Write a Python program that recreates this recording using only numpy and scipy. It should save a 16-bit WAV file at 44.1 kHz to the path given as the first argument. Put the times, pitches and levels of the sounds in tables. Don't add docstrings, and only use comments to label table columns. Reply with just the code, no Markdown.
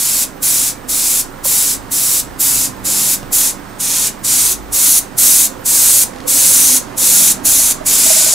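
import sys
import numpy as np
from scipy import signal
from scipy.io import wavfile
from scipy.ndimage import uniform_filter1d, map_coordinates

SR = 44100
rng = np.random.default_rng(int(sys.argv[2]) if len(sys.argv) > 2 else 0)


def voltage_ratio(level):
    return 10 ** (np.asarray(level, float) / 20)


def dump_mix(stems):
    frames = np.atleast_2d(stems).T
    limited = np.clip(frames, -1, 1)
    pcm = np.round(limited * 32767).astype(np.int16)
    wavfile.write(sys.argv[1], SR, pcm)


N = 367785

# (frequency [Hz], density [dB])
FAN_COLOUR = [(15, -13), (40, -11), (65, -13.5), (95, -6), (200, -1), (320, -1), (442, -3.5), (751, -6),
              (1050, -4.5), (1900, -10), (2420, -15), (3290, -18.5), (8260, -23.5), (15700, -30)]
# (frequency [Hz], width [Hz], level over the rush [dB])
DUCT_RESONANCES = [(50.7, 10, 1), (76.4, 7.4, 11.5), (114.8, 19.7, 8.5), (146.7, 8, 7), (257, 21, 6),
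                   (261, 21, -0.5), (293.6, 18.5, 5.5), (216, 11, -1.5), (380, 27, -2)]
# (time [s], level [dB])
FAN_LEVEL = [(0, -35), (2.9, -32), (4.7, -33.5), (6.2, -32), (7.2, -30.5), (8.34, -31.5)]
# (frequency [Hz], likeness [0-1], left over right [dB], right leads [rad])
FAN_STEREO = [(25, 0.9, -1, 1.1), (50, 0.63, 0.5, 1.4), (115, 0.75, -7, 0.73), (260, 0.81, -7.5, 0.26),
              (398, 0.9, -8.5, 0.88), (503, 0.15, -8, 0.36), (704, 0.63, -11, 0.052),
              (960, 0.76, -10, -0.96), (1500, 0.68, -7, -0.92), (2400, 0.47, -2.5, -0.4),
              (6000, 0.57, -2, -0.5), (15000, 0.2, -9, 0)]
# (frequency [Hz], usual level [dB], slow waver [dB])
MOTOR_TONES = [(26, -43.5, 0), (53.2, -49, 6), (196.4, -48.5, 1.5)]
# (middle [s], width [s], level over usual [dB])
MOTOR_SURGES = [
    [(1.34, .4, 5), (2.67, .2, 0), (3.34, 0.18, 7), (5.64, .3, 1), (7.8, 0.24, 6)],
    [(2.25, .5, 8.5), (3.4, .4, 6), (4.55, 0.25, 12.5), (5.3, .3, 3)],
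    [(2.97, .2, 12.5), (3.6, .2, 7), (4.23, 0.28, 4), (5.35, 0.3, 7.5), (7.27, 0.23, 14)],
]

# (frequency [Hz], width [Hz], level [dB], stop [s])
WHINE_LINES = [(8140, 220, -54.5, 5.7), (14280, 110, -54, 5.6), (13950, 300, -61, 5),
               (13600, 400, -48, 5.65), (11000, 350, -60, 6.28)]
WHINE_STARTS = [0, 0, 0, 5.595, 6.15]
# (time [s], frequency [Hz], level [dB])
BODY_HUM = [(0, 524.3, -47), (3, 520.6, -48.5), (3.5, 519, -54.5), (5.8, 517, -45), (6.3, 516.6, -41),
            (7.15, 544, -46), (7.201, 633, -44.5), (8.34, 636, -47)]
# (time [s], peak level [dB], frequency [Hz])
FAINT_KNOCKS = [(2.887, -24, 513), (4.777, -30, 557), (5.966, -24, 520), (6.255, -21.5, 490),
                (6.354, -25, 560), (6.449, -32, 550), (6.505, -29, 546), (6.693, -30, 500),
                (6.749, -30, 541), (6.811, -26, 533), (6.89, -27, 533), (7.014, -24, 537),
                (7.086, -26, 501), (7.204, -26, 624), (7.382, -33, 614), (7.454, -22, 655),
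                (7.524, -24, 635), (7.59, -29, 620)]
# (time [s], peak level [dB], frequency [Hz], rise [s], length [s])
CLEAR_RAPS = [
    (1.4535, -25.5, 530, .0018, .021),
    (7.806, -21.5, 640, .0081, .022),
    (8.056, -18, 640, .014, .027),
    (8.102, -15, 625, .0016, .029),
    (8.161, -21, 630, .003, .027),
    (8.206, -19.5, 640, .004, .015),
    (8.2185, -20.5, 615, .004, .015),
    (8.264, -19, 625, .003, .014),
    (8.278, -21, 620, .004, .015),
    (8.333, -20, 635, .004, .02),
]
# (frequency [Hz], level [dB], decay t60 [s])
RAP_IN_AIR = [(980, -17, .025), (525, -31, .16)]
# (time [s], peak level [dB])
GRIP_TICKS = [
    (3.23, -23),
    (6.136, -31),
    (6.161, -23),
    (6.185, -24),
    (6.2035, -21.5),
    (6.2145, -29),
    (6.239, -28),
]

# (frequency [Hz], t60 [s])
ROOM_DECAY = [(1000, 0.36), (3000, 0.22), (6000, 0.21), (10000, 0.16), (15000, 0.15)]
# (frequency [Hz], likeness [0-1])
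ROOM_LIKENESS = [(1000, 0.56), (4500, 0.63), (8000, 0.74), (15000, .3)]

# (opens [s], let go [s], air flow at start [dB], at middle [dB], at end of stroke [dB])
PRESSES = [(-.05, 0.235, -13.5, -13.5, -13), (0.431, 0.679, -11, -12, -13.5),
           (0.894, 1.202, -15, -13, -12.5), (1.449, 1.725, -12, -11.5, -14),
           (1.919, 2.201, -14, -12, -12.5), (2.403, 2.647, -10, -11.5, -13.5),
           (2.854, 3.139, -14.5, -13, -11), (3.33, 3.489, -9.5, -10.5, -14), (3.803, 4.072, -17, -14, -13),
           (4.247, 4.522, -14.5, -10.5, -12.5), (4.731, 4.989, -13, -8.5, -9),
           (5.185, 5.454, -7.5, -7, -10), (5.66, 6.035, -12, -8, -8.5), (6.281, 6.772, -11, -7.5, -9),
           (6.981, 7.32, -12.5, -7.5, -9), (7.455, 7.721, -8, -9, -11), (7.865, 8.34, -10.5, -8.5, -11.5)]
# (valve closing time [s], panel splash [dB], nozzle edge [dB], edge change over the stroke [dB])
AIMS = [(0.026, -13.5, -8.5, 1), (0.058, -13.5, -4.5, -4.5), (0.033, -13.5, -8.5, 2),
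        (0.053, -13.5, -3.5, -6), (.021, -14, -4.5, -3.5), (0.051, -14, -3.5, -6), (0.033, -13, -10, 4.8),
        (0.045, -14, -3, -7), (0.033, -12, -11.5, 0.5), (0.034, -14, -12.5, 4.5), (0.014, -15, -7, 0),
        (0.031, -15.5, -6, -2), (0.013, -16, -8.5, 1), (0.026, -15.5, -8, -1.8), (0.013, -15, -7.5, -2),
        (0.011, -15, -6.5, -4.5), (.03, -14, -8.5, -8)]
# (frequency [Hz], density [dB])
JET_COLOUR = [(410, -76), (700, -25), (817, -17.5), (1110, -20.5), (1560, -15.5), (1710, -19),
              (2270, -13.5), (3010, -13), (3850, -10), (5310, -8), (6530, -3.5), (8340, -2), (10700, -1.5),
              (15300, -7.5)]
# (frequency [Hz], width [Hz], level [dB])
HOUSING = [(2950, 340, -1), (3800, 600, 1.5), (5200, 330, 0.5), (5790, 470, 2.35), (11400, 1100, -0.5),
           (12900, 1100, 1.5), (15300, 1300, -1.5)]
# (time [s], panel ripple [Hz], panel share [0-1], hand ripple [Hz], hand share [0-1])
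BOUNCES = [(0, 2480, 0.1, 3800, 0.023), (1.5, 2520, 0.084, 3800, 0.023), (2, 2600, 0.11, 3800, 0.038),
           (2.4, 2450, 0.12, 3800, 0.035), (3.1, 2430, 0.11, 3800, 0.034), (3.4, 2400, .03, 3670, 0.074),
           (3.85, 2500, .02, 3080, 0.036), (4.2, 2500, .02, 3900, 0.078), (4.5, 2120, 0.049, 3800, .04),
           (4.77, 2090, .05, 3700, 0.092), (4.97, 2160, .03, 3150, 0.055), (5.22, 2180, .04, 3790, 0.047),
           (6.3, 2140, 0.049, 3780, 0.094), (6.5, 2160, 0.041, 3800, 0.076), (6.62, 2120, .03, 3060, 0.12),
           (7.02, 2140, .02, 3650, 0.085), (7.5, 1990, 0.035, 3470, 0.13), (7.9, 2440, .11, 3600, 0.05)]
# (frequency [Hz], level [dB])
SCATTER = [(1000, -25), (4000, -10), (7000, -12.5), (10000, -13), (15000, -15)]


def evened(x):
    return x / np.sqrt(np.mean(x ** 2) + 1e-20)


def read(points, hz, column=1):
    table = np.transpose(points)
    return np.interp(np.log(hz + 1), np.log(table[0] + 1), table[column])


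def add(mix, s, sound):
    part = mix[round(s * SR):][:len(sound)]
    part += sound[:len(part)]


def smoothed(x, span):
    return uniform_filter1d(uniform_filter1d(x, span), span)


def frames(size):
    hop = size // 4
    return np.fft.rfftfreq(size, 1 / SR)[:, None], np.arange(N // hop + 5) * hop / SR


def patches(hz, t, bins, steps):
    field = rng.standard_normal((len(t), len(hz))).T
    across = uniform_filter1d(field, int(bins), 0)
    return evened(uniform_filter1d(across, int(steps), 1))


def static(hz, t):
    real, imaginary = rng.standard_normal((len(t), len(hz), 2)).T
    return real + 1j * imaginary


def sound_of(z, size):
    return signal.istft(z, nperseg=size, noverlap=size - size // 4)[1][..., :N]


def fuzzy(hz, width):
    flutter = smoothed(rng.standard_normal((2, N)), int(SR / width))
    turn = 2 * np.pi * np.cumsum(hz * np.ones(N)) / SR
    return evened(flutter[0] * np.cos(turn) + flutter[1] * np.sin(turn))


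def to_pair(left, other, hz):
    same = np.clip(read(FAN_STEREO, hz), 0, 1)
    lead = np.exp(1j * read(FAN_STEREO, hz, column=3))
    right = (same * left + np.sqrt(1 - same ** 2) * other) * lead
    lean_db = read(FAN_STEREO, hz, column=2)
    return np.array([left * voltage_ratio(lean_db / 2), right * voltage_ratio(-lean_db / 2)])


def fan():
    hz, t = frames(size=4096)
    resonances = 1 + sum(voltage_ratio(2 * db) / (1 + (2 * (hz - f) / width) ** 4) for f, width, db in DUCT_RESONANCES)
    z = to_pair(static(hz, t), static(hz, t), hz)
    z *= np.sqrt(resonances) * voltage_ratio(read(FAN_COLOUR, hz) + 1.2 * patches(hz, t, 5.4, 8))
    level_db = np.interp(np.arange(N) / SR, *np.transpose(FAN_LEVEL)) + 2.0
    return evened(sound_of(z, size=4096)) * voltage_ratio(level_db)


def fan_motor():
    t, out = np.arange(N) / SR, np.zeros((2, N))
    for (hz, db, waver_db), surges in zip(MOTOR_TONES, MOTOR_SURGES):
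        drift, waver = (evened(smoothed(noise, 3500)) for noise in rng.standard_normal((2, N)))
        surge_db = sum(over_db * np.exp(-((t - s) / width) ** 2) for s, width, over_db in surges)
        level_db = db + 3.5 + surge_db + waver_db * waver
        tone = np.exp(2j * np.pi * np.cumsum(hz + 2.2 * drift) / SR) * voltage_ratio(level_db)
        out += to_pair(tone, 0, hz).real
    return out


def camera_whine():
    out = np.zeros((2, N))
    for start, (hz, width, db, stop) in zip(WHINE_STARTS, WHINE_LINES):
        line = np.array([fuzzy(hz, width), fuzzy(hz, width)])
        running = np.interp(np.arange(N) / SR, [start - .01, start, stop, stop + .01], [0, 1, 1, 0])
        out += voltage_ratio(db) * evened(line + .5 * line[::-1]) * running
    return out


def body_knocks():
    s, hz, db = np.transpose(BODY_HUM)
    t = np.arange(N) / SR
    out = fuzzy(np.interp(t, s, hz), 74) * voltage_ratio(np.interp(t, s, db))
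    # rise s, length s, decay t60 s
    faint = [(*row, 0.0046, 0.018, 0.11) for row in FAINT_KNOCKS]
    clear = [(*row, .3) for row in CLEAR_RAPS]
    for s, db, hz, rise, length, t60 in faint + clear:
        t = np.arange(0, length, 1 / SR)
        sharp = rise < .0025
        blow = 1 + np.exp(-t / .002) * sharp
        glide = (.15 + .3 * sharp) * np.exp(-t / .003)
        ring = np.sin(2 * np.pi * (hz * t - glide)) * voltage_ratio(db - 60 * t / t60) * blow
        damping = np.minimum((length - t) / 0.011, 1)
        add(out, s, ring * np.minimum(t / rise, 1) * damping)
    return out * np.array([[-.6], [2.4]])


def rap_in_air():
    out, t = np.zeros(N), np.arange(1500) / SR
    ring = sum(voltage_ratio(db - 60 * t / t60) * np.sin(2 * np.pi * hz * t) for hz, db, t60 in RAP_IN_AIR)
    fade = np.minimum((t[-1] - t) / .01, 1)
    add(out, CLEAR_RAPS[0][0], ring * np.minimum(t / .001, 1) * fade)
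    return out


def swayed(x):
    sway = 30 * np.sin(2 * np.pi * 1.07 * np.arange(N) / SR)
    return map_coordinates(x, [np.arange(N) - 30 - sway], order=3)


def workshop(x):
    taps, slots = np.zeros((3, 2, SR // 3)), np.arange(120, SR // 3 - 10, 10)
    at = slots + rng.integers(0, 10, (3, 2, len(slots)))
    np.put_along_axis(taps, at, rng.choice([-1., 1.], at.shape), 2)
    hz, t, z = signal.stft(taps, SR, nperseg=128)
    same = np.clip(read(ROOM_LIKENESS, hz), 0, 1)[:, None]
    z[:, 1] = same * z[:, 0] + np.sqrt(1 - same ** 2) * z[:, 1]
    decay = voltage_ratio(-60 * t / read(ROOM_DECAY, hz)[:, None])
    tails = signal.istft(z * decay, SR, nperseg=128)[1]
    tails /= np.linalg.norm(tails, axis=2, keepdims=True)
    phase = 3.1 * np.arange(N) / SR + np.arange(3)[:, None] / 3
    turns = np.sqrt(2 / 3) * np.cos(np.pi * phase)
    return signal.fftconvolve((x * turns)[:, None], tails, axes=2).sum(0)[:, :N]


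def grip_ticks():
    out, t = np.zeros(N), np.arange(300) / SR
    for (s, db), noise in zip(GRIP_TICKS, rng.standard_normal((len(GRIP_TICKS), len(t)))):
        add(out, s, voltage_ratio(db - 60 * t / .014) * noise)
    return signal.sosfilt(signal.butter(2, [900, 7000], "bandpass", fs=SR, output="sos"), out)


def trigger(t):
    press = np.maximum(np.searchsorted(np.transpose(PRESSES)[0] - .06, t) - 1, 0)
    opens, shuts, first_db, middle_db, last_db, *aim = np.hstack([PRESSES, AIMS])[press].T
    closing_s, splash_db, edge_db, drift_db = aim
    u = np.clip((t - opens) / (shuts - opens), 0, 1)
    stroke_db = first_db * (1 - u) * (1 - 2 * u) + 4 * middle_db * u * (1 - u) + last_db * u * (2 * u - 1)
    opening_db = 1502 * np.minimum(t - opens, 0)
    settle_db = -0.5 * np.exp(-np.maximum(t - opens, 0) / 0.012)
    shut = np.maximum(t - shuts, 0) / closing_s
    closing_db = -23 * shut ** 1.47
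    burst = np.exp(-abs(t - opens) / 0.034)
    spent = np.minimum(shut, 1)
    lift_db = -1.5 * (u - .5)
    return (stroke_db + settle_db + opening_db + closing_db,
            splash_db + lift_db - 2 * burst + 3 * spent,
            edge_db + drift_db * u + 1 * burst - 2.5 * spent)


def airbrush():
    hz, t = frames(size=512)
    _, splash_db, edge_db = trigger(t)
    low, high = 1 / (1 + (hz / 5200) ** 6), 1 / (1 + (11000 / (hz + 1)) ** 8)
    colour_db = read(JET_COLOUR, np.minimum(hz, 15250))
    colour_db = colour_db + low * (splash_db + 11.5) + high * (edge_db + 5)
    colour_db = colour_db + sum(db * np.exp(-(2 * (hz - f) / width) ** 2) for f, width, db in HOUSING)
    s, *columns = np.transpose(BOUNCES)
    panel_hz, panel, hand_hz, hand = (np.interp(t, s, c) for c in columns)
    hard = 2.1 / (1 + (5000 / (hz + 1)) ** 4)
    off_panel = panel * np.exp(-2j * np.pi * hz / panel_hz)
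    off_hand = hand * np.exp(-2j * np.pi * hz / hand_hz)
    paths = 1 + hard * (off_panel + off_hand)
    shape = paths * voltage_ratio(colour_db + .6 * patches(hz, t, 4.6, 27))
    shape /= np.sqrt((abs(shape) ** 2).mean(0))
    jet_and_scatter = np.array([static(hz, t), voltage_ratio(read(SCATTER, hz)) * static(hz, t)])
    hiss = sound_of(shape * jet_and_scatter, size=512)
    hiss /= hiss[0].std()
    flow = voltage_ratio(trigger(np.arange(N) / SR)[0])
    sputter = evened(uniform_filter1d(rng.standard_normal(N), 250))
    return hiss * flow * voltage_ratio(0.56 * sputter)


def scene():
    jet, scatter = airbrush()
    near = jet + grip_ticks()
    direct = near * voltage_ratio([[-.7], [-.1]]) + scatter * np.array([[1], [-1]])
    room = voltage_ratio(-8) * workshop(swayed(near))
    background = fan() + fan_motor() + camera_whine()
    return direct + room + background + body_knocks() + rap_in_air()


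def top_cut(x):
    return signal.sosfilt(signal.butter(12, 15840, fs=SR, output="sos"), x)


def record(dry):
    low_pass = signal.firwin(801, 15740, window=("kaiser", 8), fs=SR)
    band = signal.oaconvolve(dry, low_pass[None], "same")
    ceiling = 0.96
    return top_cut(np.clip(band, -ceiling, ceiling))


dry = scene()
out = record(dry)
dump_mix(out)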